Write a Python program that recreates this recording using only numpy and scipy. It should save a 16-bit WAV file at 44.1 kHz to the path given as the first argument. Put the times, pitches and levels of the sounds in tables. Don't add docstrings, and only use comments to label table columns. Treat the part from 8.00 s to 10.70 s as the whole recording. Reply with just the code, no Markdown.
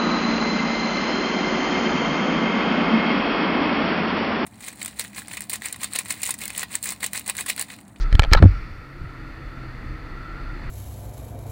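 import sys
import numpy as np
from scipy import signal
from scipy.io import wavfile

SR = 44100
rng = np.random.default_rng(int(sys.argv[2]) if len(sys.argv) > 2 else 0)


def invert_db(x):
    u = np.asarray(x, float) / 20
    return 10 ** u


def int16_out(signal):
    q = np.round(np.clip(np.atleast_2d(signal).T, -1, 1) * 32767)
    wavfile.write(sys.argv[1], SR, q.astype(np.int16))


N = 119070

# start_s, level_db
ROAR_LEVEL = [(0.55, -51.5), (0.61, -53), (0.87, -56), (1.24, -53), (2.23, -52.5), (2.67, -50.5)]
# frequency_hz, density_db (per Hz)
ROAR_SPECTRUM = [(100, -30.5), (170, 0.5), (856, -8.5), (1330, -5.5), (1510, -6.5), (2010, -8.5),
                 (3000, -21.5), (4390, -26.5), (16000, -54)]
# pitch_hz, width_hz, level_db (over the roar)
CASE_CAVITIES = [(304, 73, 1.5), (1903, 350, 1.5), (2560, 230, -9.5), (3510, 230, -13.5), (4310, 520, -10),
                 (4740, 310, -16)]
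# start_s, level_db, pitch_hz
WHISTLE_PATH = [(0.55, -52.5, 1338), (0.68, -55.5, 1305), (0.69, -57, 1337), (1.3, -56.5, 1363),
                (1.32, -60.5, 1306), (1.64, -54, 1358), (1.7, -56, 1325), (2.03, -57, 1320),
                (2.33, -49, 1350), (2.47, -52, 1369), (2.5, -48, 1398), (2.59, -63, 1267),
                (2.65, -61, 1384), (2.7, -54, 1278)]
# start_s, pitch_hz, level_db
ENGINE_PATH = [(0.6, 118.7, -47), (0.77, 113.1, -47), (0.85, 134.4, -40.5), (1.08, 148.2, -46.5),
               (1.16, 129.4, -41), (1.68, 130.4, -37), (1.76, 122.4, -40.5), (2.57, 136.3, -43),
               (2.6, 131.2, -57), (2.7, 143.2, -36)]
# multiple (of the second order), level_db
ORDER_LEVELS = [
    (.25, -8),
    (.5, -9.5),
    (1, -2.5),
    (2, -10.5),
    (2.5, -11.5),
    (3.8, -20.5),
]
# start_s, level_db
BUFFET_LEVEL = [(0.62, -37.5), (0.69, -36.5), (0.75, -37), (0.81, -40), (0.86, -57), (1.04, -31),
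                (1.15, -43.5), (1.21, -40.5), (1.38, -43), (1.91, -36.5), (2.08, -42), (2.11, -38.5),
                (2.66, -37), (2.7, -32)]
# frequency_hz, density_db (per Hz)
BUFFET_SPECTRUM = [(14, -3), (33, 8), (55, -5.5), (90, -6), (140, -8), (220, -25.5)]
# start_s, length_s, level_db, centre_hz, width_hz
SKIN_RUBS = [
    (-.01, .06, -44, 4500, 3000),
    (.105, .035, -50, 4200, 1500),
    (.228, .04, -34, 700, 900),
    (.304, .055, -36, 3600, 1800),
    (.335, .022, -22, 1500, 1300),
    (.336, .018, -36, 3400, 1500),
    (.359, .042, -25, 1150, 700),
    (.355, .046, -37, 3900, 800),
    (.422, .022, -24, 750, 400),
    (.40, .075, -21, 250, 110),
]
# start_s, height (signed), swing_hz, t60_s
AIR_SHOVES = [(.006, -.25, 32, .9), (.1265, -1.0, 38, .07), (.138, .55, 22, .09), (.1455, .9, 55, .05),
              (.1515, -.8, 70, .04), (.1943, -2.4, 75, .025), (.200, .3, 20, .2), (.222, -.2, 45, .15),
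              (.276, .32, 22, .5), (.3178, 1.5, 70, .03), (.3205, .9, 45, .05), (.325, -1.0, 40, .05),
              (.341, 1.1, 21, .13), (.363, -1.2, 40, .05), (.381, .35, 60, .08), (.4015, .3, 140, .07),
              (.4236, 1.1, 110, .05), (.4278, -1.9, 62, .04), (.4355, 2.4, 90, .04),
              (.4405, -1.2, 200, .04), (.4515, -1.4, 90, .08), (.4565, 1.0, 92, .14), (.484, .3, 46, .3)]
KNOCK_TIMES = [.1272, .1525, .1946, .2212, .2328, .2386, .2486, .3135, .3185, .3255, .3335, .349, .4243,
               .4262]
# peak_db, contact_s, brightness_hz
KNOCK_CONTACTS = [(-17.5, 0.0014, 4000), (-14.5, .0015, 5000), (0.5, .0025, 3170), (-12.5, .002, 2500),
                  (-11, .002, 2000), (-5.5, 0.0018, 1800), (-7, 0.00067, 1760), (-24, .002, 3000),
                  (-19.5, .002, 900), (-9, .005, 2100), (0, .003, 6130), (-5, .004, 2000),
                  (-10, .001, 2500), (0.5, .002, 760)]
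# pitch_hz, level_db, t60_s
SHELL_MODES = [(550, -4, .02), (850, -8, .015), (1340, -3, .02), (1720, -2, .016), (2280, -6, .011),
               (3100, -5, .008), (4100, -8, .008), (5500, -22, .006)]
# centre_hz, width_hz, level_db
SCOOTER_BANDS = [
    (2240, 430, -49),
    (4600, 1100, -59),
    (5470, 230, -65),
]


def rms_one(x):
    return x / np.sqrt(np.mean(x ** 2) + 1e-20)


def in_time(rows):
    s, *columns = np.transpose(rows)
    return [np.interp(np.arange(N) / SR, s, column) for column in columns]


def lowpass(x, hz, order=2):
    return signal.sosfilt(signal.butter(order, hz, fs=SR, output="sos"), x)


def drift(rate_hz):
    r = np.exp(-80 * np.pi * rate_hz / SR)
    slow = signal.lfilter([1], [1, -2 * r, r * r], rng.standard_normal(N // 40 + 2002))
    slow = slow[2000:]
    return np.interp(np.arange(N) / 40, np.arange(len(slow)), rms_one(slow - slow.mean()))


def resonate(x, hz, width_hz):
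    r = np.exp(-np.pi * width_hz / SR)
    feedback = [1, -2 * r * np.cos(2 * np.pi * hz / SR), r * r]
    return signal.lfilter([(1 - r * r) / 2, 0, (r * r - 1) / 2], feedback, x)


def resonate_twice(x, hz, width_hz):
    return rms_one(resonate(resonate(x, hz, width_hz), hz, width_hz))


def narrow_noise(hz, width_hz):
    return resonate_twice(rng.standard_normal(N), hz, width_hz)


def banded_noise(spectrum, patchy_db, rate_hz):
    hz, db = np.transpose(spectrum)
    edges = np.geomspace(hz[0], hz[-1], int(3 * np.log2(hz[-1] / hz[0])) + 1)
    together = drift(rate_hz)
    white = rng.standard_normal((2, N + SR))
    out = 0
    for k, (low, high) in enumerate(zip(edges, edges[1:])):
        sos = signal.butter(2, [low, high], "band", fs=SR, output="sos")
        band = signal.sosfilt(sos, white[k % 2])[SR:]
        level_db = np.interp(np.log(low * high) / 2, np.log(hz), db)
        flicker_db = patchy_db * (.7 * together + drift(rate_hz * 3))
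        out = out + band * invert_db(level_db + flicker_db)
    return rms_one(out)


def buffet():
    level_db, = in_time(BUFFET_LEVEL)
    return invert_db(level_db + 4.5) * banded_noise(BUFFET_SPECTRUM, patchy_db=-1.34, rate_hz=6.0)


def roar():
    level_db, = in_time(ROAR_LEVEL)
    cavities = sum(invert_db(db + 0.52 * drift(9)) * narrow_noise(hz, width) for hz, width, db in CASE_CAVITIES)
    wall = invert_db(7.0) * banded_noise(ROAR_SPECTRUM, patchy_db=0.55, rate_hz=6.2)
    hum = lowpass(wall, 900, order=1)
    hum_growth_db = 0.5 * (np.arange(N) - N / 2) / SR
    return invert_db(level_db) * (wall + hum * (invert_db(hum_growth_db) - 1) + cavities)


def whistle():
    width_hz, core_jitter_hz, trim_db = 150, 14, 6
    level_db, hz = in_time(WHISTLE_PATH)
    phase = 2 * np.pi * np.cumsum(hz) / SR
    a, b = rms_one(lowpass(rng.standard_normal((2, N)), width_hz / 2))
    breath = a * np.cos(phase) + b * np.sin(phase)
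    wander = 2 * np.pi * np.cumsum(core_jitter_hz * drift(25.0)) / SR
    core_db = -2.5 + 0.3 * (level_db - level_db.mean()) + 1.1 * drift(40.0)
    core = np.sin(phase + wander) * invert_db(core_db)
    return invert_db(level_db + trim_db) * (breath + core)


def engine():
    wobble_db, speed_jitter = 3.5, .015
    hz, level_db = in_time(ENGINE_PATH)
    phase = 2 * np.pi * np.cumsum(hz * (1 + speed_jitter * drift(6.9))) / SR
    return sum(invert_db(level_db + db + wobble_db * drift(12.0)) * np.sin(multiple * phase)
               for multiple, db in ORDER_LEVELS)


def rubs():
    t = np.arange(N) / SR
    grit = lowpass(rng.standard_normal(N) * invert_db(2.5 * drift(200)), 5000)
    out = np.zeros(N)
    for s, length, db, hz, width in SKIN_RUBS:
        swell = np.sin(np.pi * np.clip((t - s) / length, 0, 1)) ** 1.5
        out += invert_db(db) * swell * resonate_twice(grit, hz, width)
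    return out


def shoves():
    out = np.zeros(N)
    for s, height, hz, t60 in AIR_SHOVES:
        since = np.maximum(np.arange(N) / SR - s, 0)
        out += height * np.sin(2 * np.pi * hz * since) * invert_db(-60 * since / t60)
    return out


def knocks():
    crack = np.zeros(N)
    t = np.arange(SR // 20) / SR
    for s, (db, contact_s, brightness_hz) in zip(KNOCK_TIMES, KNOCK_CONTACTS):
        burst = invert_db(db) * rng.standard_normal(len(t)) * np.exp(-(t / contact_s) ** 2)
        i = int(s * SR)
        crack[i:i + len(t)] += lowpass(burst, brightness_hz)
    rings = sum(invert_db(db) * resonate(crack + 1e-18, hz, np.log(1000) / np.pi / t60)
                for hz, db, t60 in SHELL_MODES)
    return invert_db(-7) * crack + invert_db(11.5) * rings


def scooter():
    pass_s, rise_s, fade_s = .48, .06, .2
    u = np.arange(N) / SR - pass_s
    nearness = 1 / (1 + (u / np.where(u < 0, rise_s, fade_s)) ** 2)
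    return nearness * sum(invert_db(db) * narrow_noise(hz, width) for hz, width, db in SCOOTER_BANDS)


def scene():
    ride = buffet() + roar() + whistle() + engine()
    hand = knocks() + rubs() + shoves()
    return (ride + hand + scooter())[None]


def low_pass(x):
    return signal.sosfilt(signal.butter(12, 16500, fs=SR, output="sos"), x)


def record(dry):
    hiss_db, clip_level, bass_cut_hz, top_cut_hz = -69, .98, 13, 16550
    x = dry + invert_db(hiss_db) * rng.standard_normal(dry.shape)
    x = np.clip(x, -clip_level, clip_level)
    x = signal.sosfilt(signal.butter(1, bass_cut_hz, "high", fs=SR, output="sos"), x)
    x = signal.sosfilt(signal.cheby2(12, 60, top_cut_hz, fs=SR, output="sos"), x)
    return low_pass(np.clip(x, -1, 1))


dry = scene()
out = record(dry)
int16_out(out)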